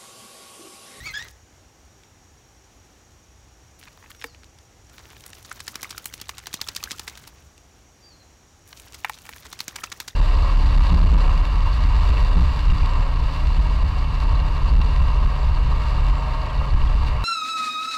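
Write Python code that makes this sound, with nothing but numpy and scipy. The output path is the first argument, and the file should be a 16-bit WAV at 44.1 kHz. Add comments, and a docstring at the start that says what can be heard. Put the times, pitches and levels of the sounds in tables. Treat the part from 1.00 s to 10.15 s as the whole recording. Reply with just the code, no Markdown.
"""A bird squawks on the rim of a plastic basin, hops in and beats its wings in the water, thirteen times a second.
Slaps are shaped noise bursts with a crack at the peak; some blows ring the basin wall as decaying modes.
Stirred water is a shower of short plinks over a wash; drops are ticks, bubbles are sines that climb in pitch.
The squawk sums wavering partials and rasping air; a small bird far off whistles falling notes.
Filtered noise makes far traffic, hiss and insects; sparse echoes surround the basin and both birds."""
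import sys
import numpy as np
from scipy import signal
from scipy.fft import rfft, irfft
from scipy.io import wavfile
from scipy.ndimage import uniform_filter1d

SR = 44100
rng = np.random.default_rng(int(sys.argv[2]) if len(sys.argv) > 2 else 0)


def generate_wav(sig):
    """Save sig (samples, or channels by samples) to the path in sys.argv[1] as 16-bit PCM at SR."""
    pcm = np.round(np.clip(np.atleast_2d(sig).T, -1, 1) * 32767).astype(np.int16)
    wavfile.write(sys.argv[1], SR, pcm)


N = 403515

# Wing and foot slaps, before band gains. Each row: centre in seconds, crackle level in dB,
# low body in dB over the crackle, spray in dB over the crackle.
SLAPS = [(2.876, -57.5, 12.5, -13), (3.04, -58.5, 9.5, -10), (3.105, -46, 3.5, 4.5), (3.2424, -40, 0, 2.5),
         (4.2642, -43.5, -2, 7.5), (4.4512, -40.5, -9, -15), (4.5172, -40, 2, -19), (4.605, -32.5, -8, -15),
         (4.6807, -28, -6, -7), (4.7565, -29, -4, -8), (4.8315, -27.5, -2.5, -0.5),
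         (4.908, -29.5, -9, -7.5), (4.9803, -30.5, -1.5, -3), (5.0576, -28, -9, 5.5),
         (5.1396, -31.5, -4.5, -2.5), (5.2155, -31, -11, -4.5), (5.2939, -28.5, -1, -6),
         (5.3832, -33.5, -4, -10.5), (5.4706, -28.5, -5.5, -7.5), (5.5416, -22, -12.5, -8.5),
         (5.6155, -22.5, -9, -10), (5.6878, -24, -8.5, -10), (5.7637, -22.5, -13.5, -9.5),
         (5.839, -24, -14, -4.5), (5.9171, -25, -10.5, -11), (5.9965, -28, -5, -7),
         (6.0796, -30, -1.5, -7.5), (6.1762, -40, -5, -3), (6.2758, -39, -4, -1.5), (7.7746, -45, -16, -21),
         (7.9458, -36.5, -8.5, -8), (8.0485, -34.5, 14, -0.5), (8.097, -37, -21, 7.5),
         (8.1445, -43, -14, -8), (8.2543, -48.5, 7.5, 4), (8.2935, -44, -2, 6.5), (8.3628, -47, 5, 3),
         (8.4562, -42, 1.5, -9), (8.5289, -32.5, -3, -4.5), (8.6054, -28, -3, -7.5),
         (8.682, -25.5, -8.5, -8), (8.7607, -27.5, -1, -9), (8.7886, -50.5, 13.5, -12),
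         (8.839, -28, 1.5, -11.5), (8.9213, -29, -4.5, -14.5), (9.0028, -27.5, -2.5, -2),
         (9.081, -27, -7.5, -10.5)]
# Stirred water, one list per bout of movement. Each row: time in seconds, level in dB.
CHURN = [
    [(0, -49.5), (.17, -50), (.32, -53)],
    [(2.78, -58), (2.88, -58), (2.95, -64), (3.05, -58), (3.18, -62), (3.28, -48)],
    [(3.85, -55), (4.1, -54.5), (4.6, -54), (4.9, -50), (5.35, -57), (5.75, -51), (6.1, -51.5), (6.55, -66)],
    [(7.64, -59.5), (7.82, -54.5), (8.9, -53), (9.15, -55.5)],
]


def gain_of(db):
    """Decibels to amplitude."""
    return 10 ** (np.asarray(db) / 20)


def evened(x):
    """Scales to rms 1."""
    return x / np.sqrt(np.mean(x ** 2) + 1e-20)


def add(mix, start_s, sound):
    """Lays a sound into the mix at start_s, cut at the end of the mix."""
    part = mix[round(start_s * SR):][:len(sound)]
    part += sound[:len(part)]


def band(x, lo_hz, hi_hz, order=2):
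    """Causal Butterworth band-pass."""
    edges_hz = [lo_hz, min(hi_hz, .45 * SR)]
    return signal.sosfilt(signal.butter(order, edges_hz, "band", fs=SR, output="sos"), x)


def coloured(x, points):
    """Filters x by a response given as (Hz, dB) points, joined on a log-frequency axis."""
    point_hz, point_db = np.transpose(points)
    hz = np.fft.rfftfreq(len(x), 1 / SR)
    response_db = np.interp(np.log(hz + 1), np.log(point_hz), point_db)
    return irfft(rfft(x) * gain_of(response_db), len(x))


def drift(count, size):
    """Smooth chance of rms 1 that changes over size samples."""
    once = uniform_filter1d(rng.standard_normal(count), size)
    return evened(uniform_filter1d(once, size))


def sampled(rows):
    """Start time and the columns of a curve, sample by sample."""
    row_s, *columns = np.transpose(rows)
    t = np.arange(row_s[0], row_s[-1], 1 / SR)
    return row_s[0], [np.interp(t, row_s, column) for column in columns]


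def tone(hz, rough, partials):
    """Partials on a wavering pitch with a fluttering level."""
    turns = np.cumsum(hz * (1 + 0.051 * rough * drift(len(hz), size=90))) / SR
    flutter = gain_of(7.3 * rough * drift(len(hz), size=120))
    waves = sum(gain_of(db) * np.sin(2 * np.pi * multiple * turns) for multiple, db in partials)
    return flutter * np.sqrt(2) * waves


def garden(hiss_db=-55):
    """Noise bands: traffic rumble that swells, steady hiss, insects and a faint distant drone."""
    # Spectrum. Each row: frequency in Hz, relative density in dB per Hz.
    spectrum = [(20, -30), (36, -5.5), (62, 5.5), (100, 2), (150, -1.5), (300, -9.5), (500, -17),
                (1200, -22), (3000, -27), (4900, -30.5), (8600, -39), (15300, -37), (16000, -38)]
    # Traffic swell, before a 3 dB lift. Each row: time in seconds, level in dB.
    swell = [(0.0, -46.5), (0.46, -57), (6.04, -52.5), (6.88, -56.5), (8.97, -54), (9.15, -54.5)]
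    # Insect bands. Each row: centre in Hz, width in Hz, mean level in dB.
    insect_bands = [(5680, 230, -67.5), (6030, 140, -73), (6570, 200, -71), (7000, 280, -74),
                    (6400, 2700, -67)]
    # Distant band: centre in Hz, width in Hz, mean level in dB.
    drone = (780, 150, -71)
    noise = coloured(rng.standard_normal(N), spectrum)
    swell_s, swell_db = np.transpose(swell)
    rumble_db = np.interp(np.arange(N) / SR, swell_s, swell_db) + 3.0
    rumble = gain_of(rumble_db) * evened(band(noise, 18, 265))
    hiss = gain_of(hiss_db + .5 * drift(N, size=4000)) * evened(band(noise, 203, 13100))
    insects = np.zeros(N)
    for hz, width_hz, db in insect_bands + [drone]:
        buzz = evened(band(rng.standard_normal(N), hz - width_hz / 2, hz + width_hz / 2))
        insects += gain_of(db + 1.3 * drift(N, size=300)) * buzz
    return rumble + hiss + insects


def squawk(rough=.33, rasp_db=-10):
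    """Two membranes sound in the first note, with sum and difference tones; air rasps past them."""
    # Main voice, one list per note. Each row: time in seconds, pitch in Hz, level in dB.
    notes = [
        [(0, 1820, -36.5), (.02, 1902, -49), (.045, 2140, -44), (.07, 2317, -32.5), (.092, 2146, -37),
         (.106, 2040, -38), (.13, 2030, -46)],
        [(.13, 1520, -41), (.152, 1686, -33), (.172, 1700, -33.5), (.183, 1640, -37), (.198, 1850, -36),
         (.225, 1903, -41.5), (.25, 2070, -50), (.28, 1940, -60)],
    ]
    # Each row: multiple of the pitch, relative level in dB.
    overtones = [(1, 0), (2, -7), (3, -11), (4, -15)]
    # Second membrane. Each row: time in seconds, pitch in Hz, level in dB before partial gains.
    second_voice = [(.045, 1133, -68), (.068, 1316, -48), (.095, 1246, -53), (.125, 1260, -57)]
    main, second = np.zeros((2, N))
    start_s, (hz, db) = sampled(second_voice)
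    add(second, start_s, gain_of(db) * tone(hz, 0.27, [(1, 2.6), (2, 5.7)]))
    for rows in notes:
        start_s, (hz, db) = sampled(rows)
        voice = tone(hz, rough, overtones)
        air = evened(band(rng.standard_normal(len(hz)), 1200, 7500))
        rasp = gain_of(rasp_db) * air * gain_of(4 * drift(len(hz), size=150))
        add(main, start_s, gain_of(db) * (voice + rasp) * signal.windows.tukey(len(hz), .1))
    combination = gain_of(30) * main * second
    return band(main + second + combination, 480, 6600, order=3)  # the beak passes little above this


def stirred():
    """Level of the moving water, sample by sample."""
    level = np.zeros(N)
    for rows in CHURN:
        start_s, (db,) = sampled(rows)
        add(level, start_s, gain_of(db) * signal.windows.tukey(len(db), .06))
    return level


def bubble(db, hz, t60_s, rise=9.5):
    """A pocket of air rings and climbs in pitch as it nears the surface."""
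    t = np.arange(SR // 25) / SR
    decay = gain_of(db - 60 * t / max(t60_s, .005))
    onset = 1 - np.exp(-t / 0.0004)
    return decay * onset * np.sin(2 * np.pi * hz * (t + rise * t ** 2))


def gurgle(per_s=90):
    """Small bubbles of chance pitch burst now and then in the stirred water."""
    out = np.zeros(N)
    for when, pitch, size in rng.random((round(per_s * N / SR), 3)):
        add(out, when * N / SR, bubble(14 * size, 1000 * 4.5 ** pitch ** 1.5, 0.022))
    return evened(out)


def churn(per_s=1700.0, spread_db=2.5, clump_db=3.5, wash_db=-9, gurgle_db=-10.5):
    """Falling droplets of many pitches, in clumps, over a patchy wash with gurgling bubbles."""
    # Water spectrum. Each row: frequency in Hz, relative density in dB per Hz.
    fizz = [(180, 7), (300, 12.5), (1770, -0.5), (5930, -6.5), (8870, -12.5), (13500, -11.5), (15700, -10),
            (16500, -49)]
    size = gain_of(spread_db * np.minimum(rng.exponential(1, N), 4))
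    hits = size * (rng.random(N) < per_s / SR)
    kind, fall = rng.integers(0, 24, N), np.zeros(N)
    for k, hz in enumerate(np.geomspace(900, 15000, 24)):
        u = np.arange(0, 14, hz / SR)  # time in cycles
        # low drops trap air and ring longer
        cycles = np.clip(rng.uniform(0.39, 0.4) * (2600 / hz) ** 0.27, .35, 2.2)
        plink = u * np.exp(-u / cycles) * np.sin(2 * np.pi * (u + 0.047 * u ** 2))
        fall += signal.oaconvolve(hits * (kind == k), plink / np.linalg.norm(plink))[:N]
    white = coloured(fall, [(500, -10), (14000, 14.0)])  # log-spread pitches crowd the low end
    wash = gain_of(wash_db) * rng.standard_normal(N)
    water = coloured(evened(white) + wash, fizz)
    slop = band(water, 170, 7300)  # heavy water and fine spray clump apart
    heavy = gain_of(clump_db * drift(N, size=900)) * slop
    fine = gain_of(clump_db * drift(N, size=600)) * (water - slop)
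    return stirred() * (evened(heavy + fine) + gain_of(gurgle_db) * gurgle())


def wing_tips(lead_s=.011, scatter_s=.002, over_slap_db=-8, centre_hz=4300, from_db=-36, until_s=8.65):
    """The wing tip ticks just before each full beat, until the bird stands tall."""
    late, size, pitch = rng.standard_normal((len(SLAPS), 3)).T
    slap_s, slap_db = np.transpose(SLAPS)[:2]
    tick_s = slap_s - lead_s + scatter_s * late
    tick_db = slap_db + over_slap_db + 3 * size
    full_beat = (slap_db > from_db) & (slap_s < until_s)
    return np.c_[tick_s, tick_db, centre_hz * 1.35 ** pitch][full_beat]


def drips(per_s=16, over_water_db=7.5, spread_db=4):
    """Chance drops whose level follows the stirred water, from the second bout on."""
    when, size, pitch = rng.random((round(per_s * N / SR), 3)).T
    water_db = 20 * np.log10(stirred()[(when * N).astype(int)] + 1e-9)
    drip_db = water_db + over_water_db - spread_db * np.log(size + .02)
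    rows = np.c_[when * N / SR, drip_db, 2500 * 3.6 ** pitch]
    return rows[rows[:, 0] > CHURN[1][0][0]]


def drops(t60_s=0.013):
    """Each drop, wing-tip tick or drip is a decaying noise tick, wide around its own centre."""
    # Clearest drops and ticks. Each row: time in seconds, level in dB before a 6 dB lift, centre in Hz.
    clear_drops = [(0.055, -54, 11000), (0.225, -32.5, 3860), (0.2518, -40, 1980), (0.2847, -36.5, 5640),
                   (1.0356, -47, 4110), (2.8139, -42.5, 3280), (2.829, -40, 2910), (2.8373, -40, 4100),
                   (2.8556, -43, 2900), (2.976, -45.5, 2000), (3.0268, -46, 1670), (3.0613, -46.5, 1820),
                   (3.116, -37.5, 2680), (3.149, -46, 3390), (3.1973, -45, 4150), (3.2153, -35, 2520),
                   (3.2231, -33, 3540), (3.3477, -43, 2820), (3.4339, -43.5, 2730), (3.444, -40.5, 4430),
                   (3.587, -47, 4030), (3.9823, -37.5, 2850), (4.0551, -45, 3160), (4.132, -45, 1800),
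                   (4.167, -40, 3320), (4.239, -38, 4600), (4.28, -41, 7220), (4.353, -41.5, 5940),
                   (4.4277, -42, 7530), (4.5274, -33, 8520), (4.6893, -43, 2150), (5.222, -37, 3210),
                   (5.392, -34.5, 5560), (5.9092, -23.5, 4370), (6.24, -41, 3140), (6.5793, -45, 5100),
                   (7.677, -43, 8560), (7.799, -35, 5960), (7.9238, -38.5, 6000), (7.9333, -40, 4280),
                   (8.1346, -38.5, 4680), (8.2692, -40, 2920), (8.328, -39, 3510), (8.3349, -36, 2680),
                   (8.3825, -42.5, 4170), (8.467, -35, 5100), (8.5912, -33, 5490), (8.6137, -36, 5090),
                   (9.009, -34, 3500)]
    out, t = np.zeros(N), np.arange(SR // 50) / SR
    for tick_s, db, hz in np.r_[clear_drops, wing_tips(), drips()]:
        tick = band(rng.standard_normal(len(t)) * gain_of(-60 * t / t60_s), hz / 2.46, hz * 1.47)
        add(out, max(tick_s - .0006, 0), gain_of(db + 6.0) * tick / abs(tick).max())
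    return out


def bubbles(count=3, after_s=.05, after_db=-9, t60_s=0.018, violent_db=-28, shorter_by_level=0.43):
    """Clear bubbles, and small ones popping after each slap; violent bubbles burst sooner."""
    # Trapped air. Each row: time in seconds, level in dB, starting pitch in Hz.
    clear_bubbles = [(.214, -37, 840), (4.5152, -15.5, 1400), (4.678, -24, 1670), (4.845, -20, 2070),
                     (4.853, -30, 1150), (4.948, -32, 1370), (5.2929, -21.5, 1010), (5.5633, -36, 4030),
                     (5.829, -25.5, 1150), (5.874, -25, 1530), (5.929, -34, 1100), (5.947, -35, 1300),
                     (6.077, -21, 1970), (8.141, -34, 3820), (8.6043, -12, 4200), (8.758, -26, 1190),
                     (8.82, -33, 1700), (8.834, -28, 1300), (8.8388, -30, 1670), (8.872, -33, 2500),
                     (8.9183, -23, 1840)]
    when, size, pitch = rng.random((len(SLAPS), count, 3)).T
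    slap_s, slap_db = np.transpose(SLAPS)[:2]
    pop_s = slap_s + .006 + after_s * when
    pop_db = slap_db + after_db - 14 * size
    small = np.c_[pop_s.ravel(), pop_db.ravel(), (1000 * 4.2 ** pitch).ravel()]
    out = np.zeros(N)
    for start_s, db, hz in np.r_[clear_bubbles, small]:
        shorter_db = shorter_by_level * min(violent_db - db, 0)  # dB of ring time
        add(out, start_s, bubble(db, hz, t60_s * gain_of(shorter_db)))
    return out


def slap_shape(t, spread_s, rise_share=.75, fall_share=1.7, tail_db=-13.5, tail_t60_s=0.096):
    """A slap rises faster than it falls and leaves a tail of falling spray."""
    from_peak = t + (1 - rise_share) * spread_s
    rise = np.exp(-.5 * (from_peak / (rise_share * spread_s)) ** 2)
    fall = np.exp(-abs(from_peak / (fall_share * spread_s)) ** 1.45)
    tail = gain_of(tail_db - 60 * t / tail_t60_s) * (t > 0)
    return np.where(from_peak < 0, rise, fall) + tail


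def slaps(spread_db=6.0, push_db=-20.0, crack_db=14):
    """A cluster of tiny impacts swells and thins out, peaks in a sharp crack and shoves the water."""
    base_spread_s, hard_db = 0.0014, -30
    shorter_by_force, shorter_by_spray = 0.22, 0.39  # hard, bright slaps are briefer: dB of length per dB
    t = np.arange(SR // 8) / SR - .012
    push, body, crackle, spray = np.zeros((4, N))
    for s, db, body_db, spray_db in SLAPS:
        length_db = shorter_by_force * (hard_db - db) - shorter_by_spray * spray_db
        shape = slap_shape(t, base_spread_s * gain_of(length_db))
        layers = ((body, db + body_db), (crackle, db), (spray, db + spray_db), (push, db + push_db))
        for mix, level_db in layers:
            noise, size = rng.standard_normal((2, len(t)))
            droplets = gain_of(spread_db * np.repeat(size, 24)[:len(t)])  # half a millisecond each
            burst = shape * noise * droplets
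            add(mix, s + t[0], gain_of(level_db) * burst * np.linalg.norm(shape) / np.linalg.norm(burst))
        chance_db = 3 * rng.standard_normal()
        for mix, level_db in ((crackle, db), (spray, db + spray_db)):
            crack = gain_of(level_db + crack_db + chance_db) * np.array([1., -1])
            add(mix, s + t[np.argmax(shape)], crack)
    low = gain_of(20) * band(push, 106, 444) + gain_of(10) * band(body, 820, 2600, order=4)
    return low + gain_of(5.5) * band(crackle, 2880, 6920) + band(spray, 6900, 15300)


def whistles(edge_db=-16, rough=.16):
    """Thin notes of a small far bird hold, then glide down, swelling in the middle."""
    # Each row: start in seconds, length in seconds, first and last pitch in Hz before a 2 % lowering,
    # level in dB, share of the note held before the fall.
    notes = [(3.14, .2, 5900, 3980, -58, .2), (7.012, 0.15, 4810, 4100, -56.5, 0.52),
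             (7.195, 0.037, 4300, 4130, -59, .4)]
    out = np.zeros(N)
    for start_s, length_s, first_hz, last_hz, db, held in notes:
        u = np.arange(0, 1, 1 / (length_s * SR))
        hz = np.interp(u, [0, np.clip(held, .01, .95), 1], [first_hz, first_hz, last_hz])
        swell = gain_of(db + edge_db * (2 * u - 1) ** 4)
        add(out, start_s, swell * tone(hz, rough, [(0.98, 0)]))
    return out


def ringing(t, modes, extra_db):
    """Sum of decaying sine modes, each with its own extra level in dB."""
    return sum(gain_of(db + extra - 60 * t / t60_s) * np.sin(2 * np.pi * hz * t)
               for (hz, db, t60_s), extra in zip(modes, extra_db))


def knocks():
    """Each blow rings the wall; where it lands decides how strongly each mode answers."""
    # Blows of foot or wing. Each row: time in seconds, level in dB, low ring of the full basin in dB,
    # tilt of the wall modes in dB per octave.
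    blows = [(3.2422, -10.5, -22.5, 7), (8.0465, -6.5, -50, 9), (8.049, -19, -34, -3),
             (8.0973, -7.5, -44, -3.5), (8.2915, -17, -32, 3)]
    # Wall modes. Each row: frequency in Hz, relative level in dB, t60 in seconds.
    wall_modes = [(865, 12, 0.03), (1040, 9, 0.017), (1300, 2, 0.013), (1840, 7.5, 0.012), (2260, 0, 0.017),
                  (2730, -14.5, 0.027), (3560, -16, 0.026), (3820, -38, .016)]
    # Low modes of the full basin. Each row: frequency in Hz, relative level in dB, t60 in seconds.
    low_modes = [(277, -5.5, 0.08), (467, 2.5, 0.08)]
    out, t = np.zeros(N), np.arange(SR // 8) / SR
    octaves = np.log2(np.transpose(wall_modes)[0] / wall_modes[3][0])
    for blow_s, db, low_db, tilt_db in blows:
        spot_db = rng.standard_normal(len(wall_modes)) + tilt_db * octaves
        ring = ringing(t, wall_modes, spot_db)
        wall = band(ring / abs(ring).max(), 1164, 6300, order=3)
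        low = ringing(t, low_modes, [low_db] * len(low_modes)) * (1 - np.exp(-t / 0.0027))
        add(out, blow_s, gain_of(db) * (wall + low))
    return out


def yard(x, t60_s=.4):
    """Sparse decaying echoes from walls and paving."""
    t = np.arange(SR // 2) / SR
    signs = rng.choice([-1., 0, 1.], len(t), p=[.025, .95, .025])
    taps = signs * gain_of(-60 * t / t60_s) * (t > .004)
    return signal.oaconvolve(band(x, 400, 7000, order=1), taps / np.linalg.norm(taps))[:N]


def scene():
    """The basin close by, the garden around it."""
    near = slaps() + drops() + knocks() + churn() + bubbles()
    call, far = squawk(), whistles()
    echoes = yard(gain_of(-26) * near + gain_of(-16) * call + gain_of(-3) * far)
    return (near + call + far + echoes + garden())[None]


def record(dry, edge_hz=16300):
    """Linear-phase low-pass."""
    low_pass = signal.firwin(511, edge_hz, window=("kaiser", 9), fs=SR)
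    return signal.oaconvolve(dry, low_pass[None], "same")


dry = scene()
out = record(dry)
generate_wav(out)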